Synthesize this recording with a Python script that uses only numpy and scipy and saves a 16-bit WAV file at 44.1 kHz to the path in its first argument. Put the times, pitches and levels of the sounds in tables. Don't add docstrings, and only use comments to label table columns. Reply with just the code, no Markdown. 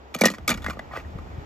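import sys
import numpy as np
from scipy import signal
from scipy.fft import rfft, irfft
from scipy.io import wavfile
from scipy.ndimage import uniform_filter1d

SR = 44100
rng = np.random.default_rng(int(sys.argv[2]) if len(sys.argv) > 2 else 0)


def transcribe(signal):
    frames = np.atleast_2d(signal).T
    limited = np.clip(frames, -1, 1)
    pcm = np.round(limited * 32767).astype(np.int16)
    wavfile.write(sys.argv[1], SR, pcm)


def nominal_scale(level):
    x = np.asarray(level, float) / 20
    return 10 ** x


N = 63945

# t/s, level/dB
WIND_LEVEL = [(0.0, -54), (0.222, -48), (0.254, -49), (0.37, -44), (0.42, -34), (0.596, -28.5),
              (0.646, -29), (0.69, -33), (0.84, -39), (0.94, -36.5), (1.02, -36), (1.066, -32),
              (1.138, -33.5), (1.17, -30), (1.226, -33), (1.4, -31.5), (1.42, -35), (1.45, -34)]
# f/Hz, level/dB
WIND_SPECTRUM = [(22, -44), (40, -14), (60, -10.5), (100, -13), (140, -18.5), (220, -23.5), (500, -33)]
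# t/s, level/dB, f/Hz
GUST_BUMPS = [
    (0.556, -29, 112),
    (.585, -54, 75),
    (1.152, -27, 128.5),
    (1.38, -26, 97),
]
# t/s, f/Hz, level/dB
ENGINE_DRONE = [(0.0, 65.7, -42), (0.378, 76.87, -56), (0.428, 77.7, -34.5), (0.464, 70.06, -42),
                (0.714, 71.35, -28), (0.794, 69.07, -53), (0.996, 69.07, -40), (1.055, 75.7, -33),
                (1.214, 82.9, -35), (1.312, 65.7, -38), (1.38, 81.2, -32), (1.45, 88, -48)]
# f/Hz, level/dB
HISS_SPECTRUM = [(120, -24), (200, -8.5), (800, -9), (2700, -25), (7500, -40.5), (9500, -79.5),
                 (12500, -42.5), (15000, -69.5)]
# t/s, level/dB
HISS_SWELL = [
    (0, -9),
    (.4, -9.5),
    (.85, -6.5),
    (1.1, -7),
    (1.45, -4.5),
]
# t/s, level/dB
SHUFFLE_LEVEL = [(0.0, -76), (.14, -58.5), (.2, -35), (0.26, -44.5), (.32, -44.5), (0.4, -56), (.47, -58),
                 (0.49, -54), (.55, -44), (.62, -50), (.7, -37.5), (.76, -56.5), (.9, -59.5), (.97, -39.5),
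                 (1.03, -55.5), (1.45, -58)]
# f/Hz, level/dB, t60/s
CAR_MODES = [(1290, -6, .018), (1500, -7, .015), (1900, -3, .018), (2290, -1, .02), (2800, -6, .01),
             (3400, -6, .01), (3900, -5, .008), (4600, -5, .006), (5400, -4, .006), (6440, -4, .008),
             (7400, -6, .006), (8300, -9, .005), (11000, -8, .004), (12800, -8, .004)]
# t/s, level/dB, ring f/Hz, bright share/dB, chatter length/ms
LANDING_CLINKS = [(.141, -24.5, 2330, -10.5, 5.4), (.1465, -18.5, 1355, 1.5, 3),
                  (.163, -28, 2300, -12, 1.5), (.188, -29, 2420, 7, 4), (.210, -13.5, 2450, 22, 2.8),
                  (.2155, -8.5, 2360, -6, 3.4), (.236, -13, 1900, -12.5, 5), (.243, -16, 1890, -15.5, 7.2),
                  (.254, -6, 6250, 14, 2.5), (.2585, -8.5, 2430, -3, 5.3), (.271, -14, 1950, -9.5, 1),
                  (.281, -20, 1800, -14.5, 6.6), (.300, -22.5, 1310, -6, 4.4), (.312, -28.5, 2035, -5, 7),
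                  (.337, -26.5, 2210, -26, 2.4), (.343, -30, 1950, -15.5, 6.8), (.383, -29, 1520, -19, 1.7)]
# t/s, level/dB, ring f/Hz, bright share/dB, chatter length/ms
SETTLING_CLINKS = [(0.477, -10.5, 2340, 2.5, 4.8), (0.491, -10.5, 1523, -4, 3.8),
                   (0.496, -19, 2000, -14, 9.4), (0.502, -13.5, 2350, 5, 3.5),
                   (0.507, -14.5, 1780, -13.5, 3.3), (0.515, -16, 2260, -15.5, 4.3),
                   (0.527, -21.5, 1800, -18.5, 3.3), (0.54, -23.5, 1640, -12, 4.1),
                   (0.573, -30, 1540, -11.5, 5.3), (0.62, -35, 1460, -12, 6.9),
                   (0.6425, -21, 1650, -21.5, 3.3), (0.662, -18.5, 1360, -21.5, 4.7),
                   (0.681, -27, 2120, -26, 8.6), (0.698, -23, 1660, -15, 2.8), (0.704, -26, 1140, -14, 3.9),
                   (0.731, -34, 1380, -20, 2.9), (0.7915, -25.5, 2060, -21, 3.5),
                   (0.972, -26.5, 2000, -24, 1.4), (1.184, -35.5, 1250, -31, 6.2)]
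# t/s, level/dB, f/Hz, t60/ms
PART_KNOCKS = [(.146, -25.5, 1280, 41), (0.1462, -21.5, 2380, 16), (.148, -34, 3340, 17),
               (.1885, -39, 2350, 15), (0.956, -31, 440, 22), (.974, -24.5, 463, 21),
               (.5025, -20, 2210, 18), (0.5398, -26, 6650, 11), (.698, -26, 1670, 13),
               (.2165, -8.5, 2310, 21), (0.242, -20.5, 1265, 68), (.2445, -5, 1863, 16.7),
               (0.2553, -11, 3920, 17), (0.2548, -3.5, 5710, 16), (0.2578, -10, 1844, 29),
               (0.2543, -12, 2940, 18), (0.2714, -17, 1840, 21), (.282, -14.5, 1946, 26),
               (.4785, -11.5, 2277, 41), (.482, -15, 1240, 19.5), (.4915, -33, 1440, 19),
               (0.4907, -9, 3770, 9), (0.507, -14.5, 1784, 26), (0.5157, -16.5, 2335, 32),
               (.5285, -27, 1920, 13), (0.6437, -18.5, 1555, 12), (0.6635, -9.5, 1630, 11),
               (.666, -31.5, 2082, 150), (.682, -23, 1290, 15), (.705, -21, 1420, 15),
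               (0.71, -23.5, 1120, 21), (.771, -36, 1170, 25), (0.7923, -21, 1660, 16),
               (.7935, -21.5, 695, 12.6), (0.911, -31, 990, 23), (.915, -35.5, 1870, 26),
               (.9335, -25.5, 1270, 25), (.9365, -24, 734, 20), (0.945, -40, 1140, 25),
               (.957, -32, 1245, 37), (0.965, -30.5, 1540, 36), (.972, -23, 1972, 21),
               (.972, -34, 1410, 13), (.977, -40, 760, 16), (.997, -43, 2460, 23), (1.048, -39, 1786, 25),
               (1.186, -36, 1244, 26)]
# t/s, level/dB, starting f/Hz
BOWL_BLOWS = [(0.1536, -19, 750), (0.167, -29, 456), (0.2134, -4, 872), (0.2361, -4, 898),
              (0.2465, -16, 610), (0.2572, -3.5, 855), (0.291, -23.5, 460), (0.303, -18.5, 535),
              (.313, -24, 455), (0.336, -30, 465), (0.385, -32, 493), (.479, -22.5, 830), (.487, -17, 510),
              (.498, -14.5, 717), (0.5116, -14, 485), (0.533, -22.5, 490), (0.551, -26, 350),
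              (0.663, -21, 848), (0.684, -19, 707), (.7705, -27, 830), (.794, -31.5, 506),
              (0.975, -34.5, 680)]
# f/Hz, level/dB, t60/s
BOWL_MODES = [(156, 10, 0.066), (202, 7, 0.032), (254, -3, 0.074), (310, -5, 0.1)]
# t/s, level/dB, ring f/Hz
WALL_SLIDE = [
    (0.907, -76, 1014),
    (0.915, -55, 1030),
    (.935, -45.5, 1122),
    (.952, -47.5, 1244),
    (0.965, -35, 1410),
    (0.977, -47, 1822),
    (0.985, -50, 2177),
    (1.003, -47.5, 2410),
    (1.015, -60, 2360),
]
# f/Hz, phase the left port leads by/rad
PORT_PHASE = [(0, 0), (1300, .5), (2200, .9), (4200, 1.2), (6500, .4), (9150, 3.14), (12400, 5.4),
              (16000, 9.8)]

WIND_DB, HISS_DB = -9, -43
HISS_LAG = 18
SHUFFLE_PER_S, SHUFFLE_DB = 2500, -4.5
SCATTER_DB, DETUNE = 3, .05
TICKS_PER_S, CLINK_DB = 7000, -2
RING_DB, BODY_DB, CRACK_DB, GRIT_DB = -11, -5, -9.5, -12.5
RING_T60_S, GRIT_TOP_HZ = .012, 3280
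KNOCK_RISE_S = 0.00083
SAG_HZ, SAG_S = 198, 0.0026
THUD_RISE_S, THUD_T60_S = 0.00066, 0.042
BOWL_DB, BOWL_RING_DB = -1, -24.5
SLIPS_PER_S, SLIDE_HISS_DB = 3500, -18
WIDE_DB, WIDE_TOP_HZ, LEAN = -23, 9000, 0.11
ECHO_DB, ECHO_T60_S, ECHO_TOP_HZ = -12, .06, 7150
MIC_TOP_HZ = 15100


def unit(x):
    return x / np.sqrt(np.mean(x ** 2))


def curve(table):
    return nominal_scale(np.interp(np.arange(N) / SR, *np.array(table).T))


def butter(x, order, hz, kind="low"):
    return signal.sosfilt(signal.butter(order, hz, kind, fs=SR, output="sos"), x)


def mode(x, hz, t60):
    r = np.exp(-np.log(1000) / (max(t60, .003) * SR))
    w = 2 * np.pi * hz / SR
    return signal.lfilter([0, r * np.sin(w)], [1, -2 * r * np.cos(w), r * r], x)


def colour(table):
    hz, db = np.array(table).T
    f = np.maximum(np.fft.rfftfreq(N, 1 / SR), 1)
    gain = nominal_scale(np.interp(np.log(f), np.log(hz), db, -90, -90))
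    return unit(irfft(rfft(rng.standard_normal(N)) * gain, N))


def ticks(count, per_s, spread_db=6.0):
    chance, sign, size = rng.random((3, count))
    return (chance < per_s / SR) * np.sign(sign - .5) * nominal_scale(-spread_db * np.log(size + .03))


def wind():
    t = np.arange(N) / SR
    bumps = np.zeros(N)
    for s, db, hz in GUST_BUMPS:
        swell = np.sin(np.pi * np.clip((t - s) * hz / 1.59, 0, 1))
        bumps += nominal_scale(db) * swell * np.sin(2 * np.pi * hz * (t - s))
    rumble = np.array([colour(WIND_SPECTRUM), nominal_scale(-8.0) * colour(WIND_SPECTRUM)])
    return rumble * curve(WIND_LEVEL) * nominal_scale(WIND_DB) + bumps * np.array([[1], [.2]])


def drone():
    t = np.arange(N) / SR
    s, hz, db = np.array(ENGINE_DRONE).T
    tone = np.sqrt(2) * np.sin(2 * np.pi * np.cumsum(np.interp(t, s, hz)) / SR)
    return tone * nominal_scale(np.interp(t, s, db) - 7.5) * np.array([[1], [.2]])


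def distant_hiss():
    air = colour(HISS_SPECTRUM)
    sided = np.array([np.roll(air, HISS_LAG), air])
    diffuse = np.array([colour(HISS_SPECTRUM), colour(HISS_SPECTRUM)])
    return (sided + nominal_scale(1.0) * diffuse) * nominal_scale(HISS_DB) * curve(HISS_SWELL)


def metal(x, bright_db, chance):
    out = 0
    for (hz, db, t60), (louder, sharper) in zip(CAR_MODES, chance):
        tilt = bright_db * np.clip(np.log2(hz / 2000) / 0.5, 0, 1)
        out = out + nominal_scale(db + SCATTER_DB * louder + tilt) * mode(x, hz * (1 + DETUNE * sharper), t60)
    return out


def shuffle():
    even = np.zeros((len(CAR_MODES), 2))
    patter = [unit(metal(ticks(N, SHUFFLE_PER_S, 1.1), -3.5, even)) for _ in range(2)]
    return np.array(patter) * curve(SHUFFLE_LEVEL) * nominal_scale(SHUFFLE_DB)


def clink(hz, bright_db, ms, size):
    t = np.arange(size) / SR
    tau = max(ms, .5) / 1000
    shape = np.sqrt(t / tau) * np.exp(-(t / tau) ** 1.27)
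    x = ticks(size, TICKS_PER_S) * shape
    x[24] += .7
    x = butter(x, 2, np.clip(16000 * nominal_scale(bright_db * 0.7), 1500, 18000))
    hiss = rng.standard_normal(size) * shape
    crack = butter(hiss, 2, [3300, 12000], "band")
    grit = butter(hiss, 1, [650, GRIT_TOP_HZ], "band")
    body = metal(x, bright_db + 21.5, rng.standard_normal((len(CAR_MODES), 2)))
    ring = mode(x, hz, RING_T60_S * min(2000 / hz, 1))
    y = nominal_scale(RING_DB) * unit(ring) + nominal_scale(BODY_DB) * unit(body)
    y += nominal_scale(CRACK_DB + bright_db) * unit(crack) + nominal_scale(GRIT_DB) * unit(grit)
    return y / np.sqrt(uniform_filter1d(y ** 2, size=128).max())


def clinks(table):
    size = 4096
    out = np.zeros((2, N + size))
    for s, db, hz, bright_db, ms in table:
        i = int(s * SR)
        for side in range(2):
            out[side, i:i + size] += clink(hz, bright_db, ms, size) * nominal_scale(db + CLINK_DB) * .5
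    return out[:, :N]


def knocks():
    t = np.arange(N) / SR
    out = np.zeros(N)
    for s, db, hz, ms in PART_KNOCKS:
        u = np.maximum(t - s, 0)
        envelope = (1 - np.exp(-(u / KNOCK_RISE_S) ** 2)) * nominal_scale(-60000 * u / max(ms, 4))
        out += nominal_scale(db) * envelope * np.sin(2 * np.pi * hz * u)
    return out


def bowl():
    t = np.arange(N) / SR
    thud = np.zeros(N)
    for s, db, hz in BOWL_BLOWS:
        u = np.maximum(t - s, 0)
        turns = SAG_HZ * u + (hz - SAG_HZ) * SAG_S * (1 - np.exp(-u / SAG_S))
        envelope = (1 - np.exp(-(u / THUD_RISE_S) ** 2)) * nominal_scale(-60 * u / THUD_T60_S)
        thud -= nominal_scale(db + BOWL_DB) * envelope * np.sin(2 * np.pi * turns)
    ring = sum(nominal_scale(db) * mode(thud, hz, t60) for hz, db, t60 in BOWL_MODES)
    return butter(thud + nominal_scale(BOWL_RING_DB) * 0.079 * ring, 3, 125, "high")


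def slide():
    t = np.arange(N) / SR
    s, db, hz = np.array(WALL_SLIDE).T
    climb = np.sin(2 * np.pi * np.cumsum(np.interp(t, s, hz)) / SR)
    out = []
    for _ in range(2):
        slips = ticks(N, SLIPS_PER_S, 1.2)
        ring = np.convolve(slips, np.hanning(110), "same") * climb
        rub = butter(slips, 2, [380, 2200], "band")
        out.append(unit(ring) + nominal_scale(1.5) * unit(rub) + nominal_scale(SLIDE_HISS_DB) * unit(slips))
    return np.array(out) * nominal_scale(np.interp(t, s, db, -120, -120))


def echo(x):
    t = np.arange(8192) / SR
    tail = butter(rng.standard_normal((2, len(t))), 1, ECHO_TOP_HZ) * nominal_scale(-60 * t / ECHO_T60_S)
    tail /= np.sqrt((tail ** 2).sum(axis=1, keepdims=True))
    wet = signal.fftconvolve(x[None], tail, axes=1)[:, :N]
    return nominal_scale(ECHO_DB) * wet * np.array([[1], [.3]])


def scene():
    cars = shuffle() + clinks(LANDING_CLINKS) + clinks(SETTLING_CLINKS) + slide()
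    cars = butter(cars, 2, 350, "high")
    near_mid = cars[0] + knocks() + bowl()
    near_side = nominal_scale(WIDE_DB) * butter(cars[1], 2, WIDE_TOP_HZ)
    near_side -= LEAN * butter(near_mid, 1, 1800)
    mid, side = np.array([near_mid, near_side]) + wind() + drone() + echo(near_mid)
    return np.array([mid + side, mid - side]) + distant_hiss()


def roll_off(x):
    return signal.sosfilt(signal.butter(12, 16480, fs=SR, output="sos"), x)


def record(dry):
    hz, rad = np.array(PORT_PHASE).T
    turn = np.exp(.5j * np.interp(np.fft.rfftfreq(N, 1 / SR), hz, rad))
    x = irfft(rfft(dry) * np.array([turn, turn.conj()]), N)
    rounded = 1.1 * np.tanh(x / 1.1)
    return roll_off(butter(rounded, 8, MIC_TOP_HZ))


dry = scene()
out = record(dry)
transcribe(out)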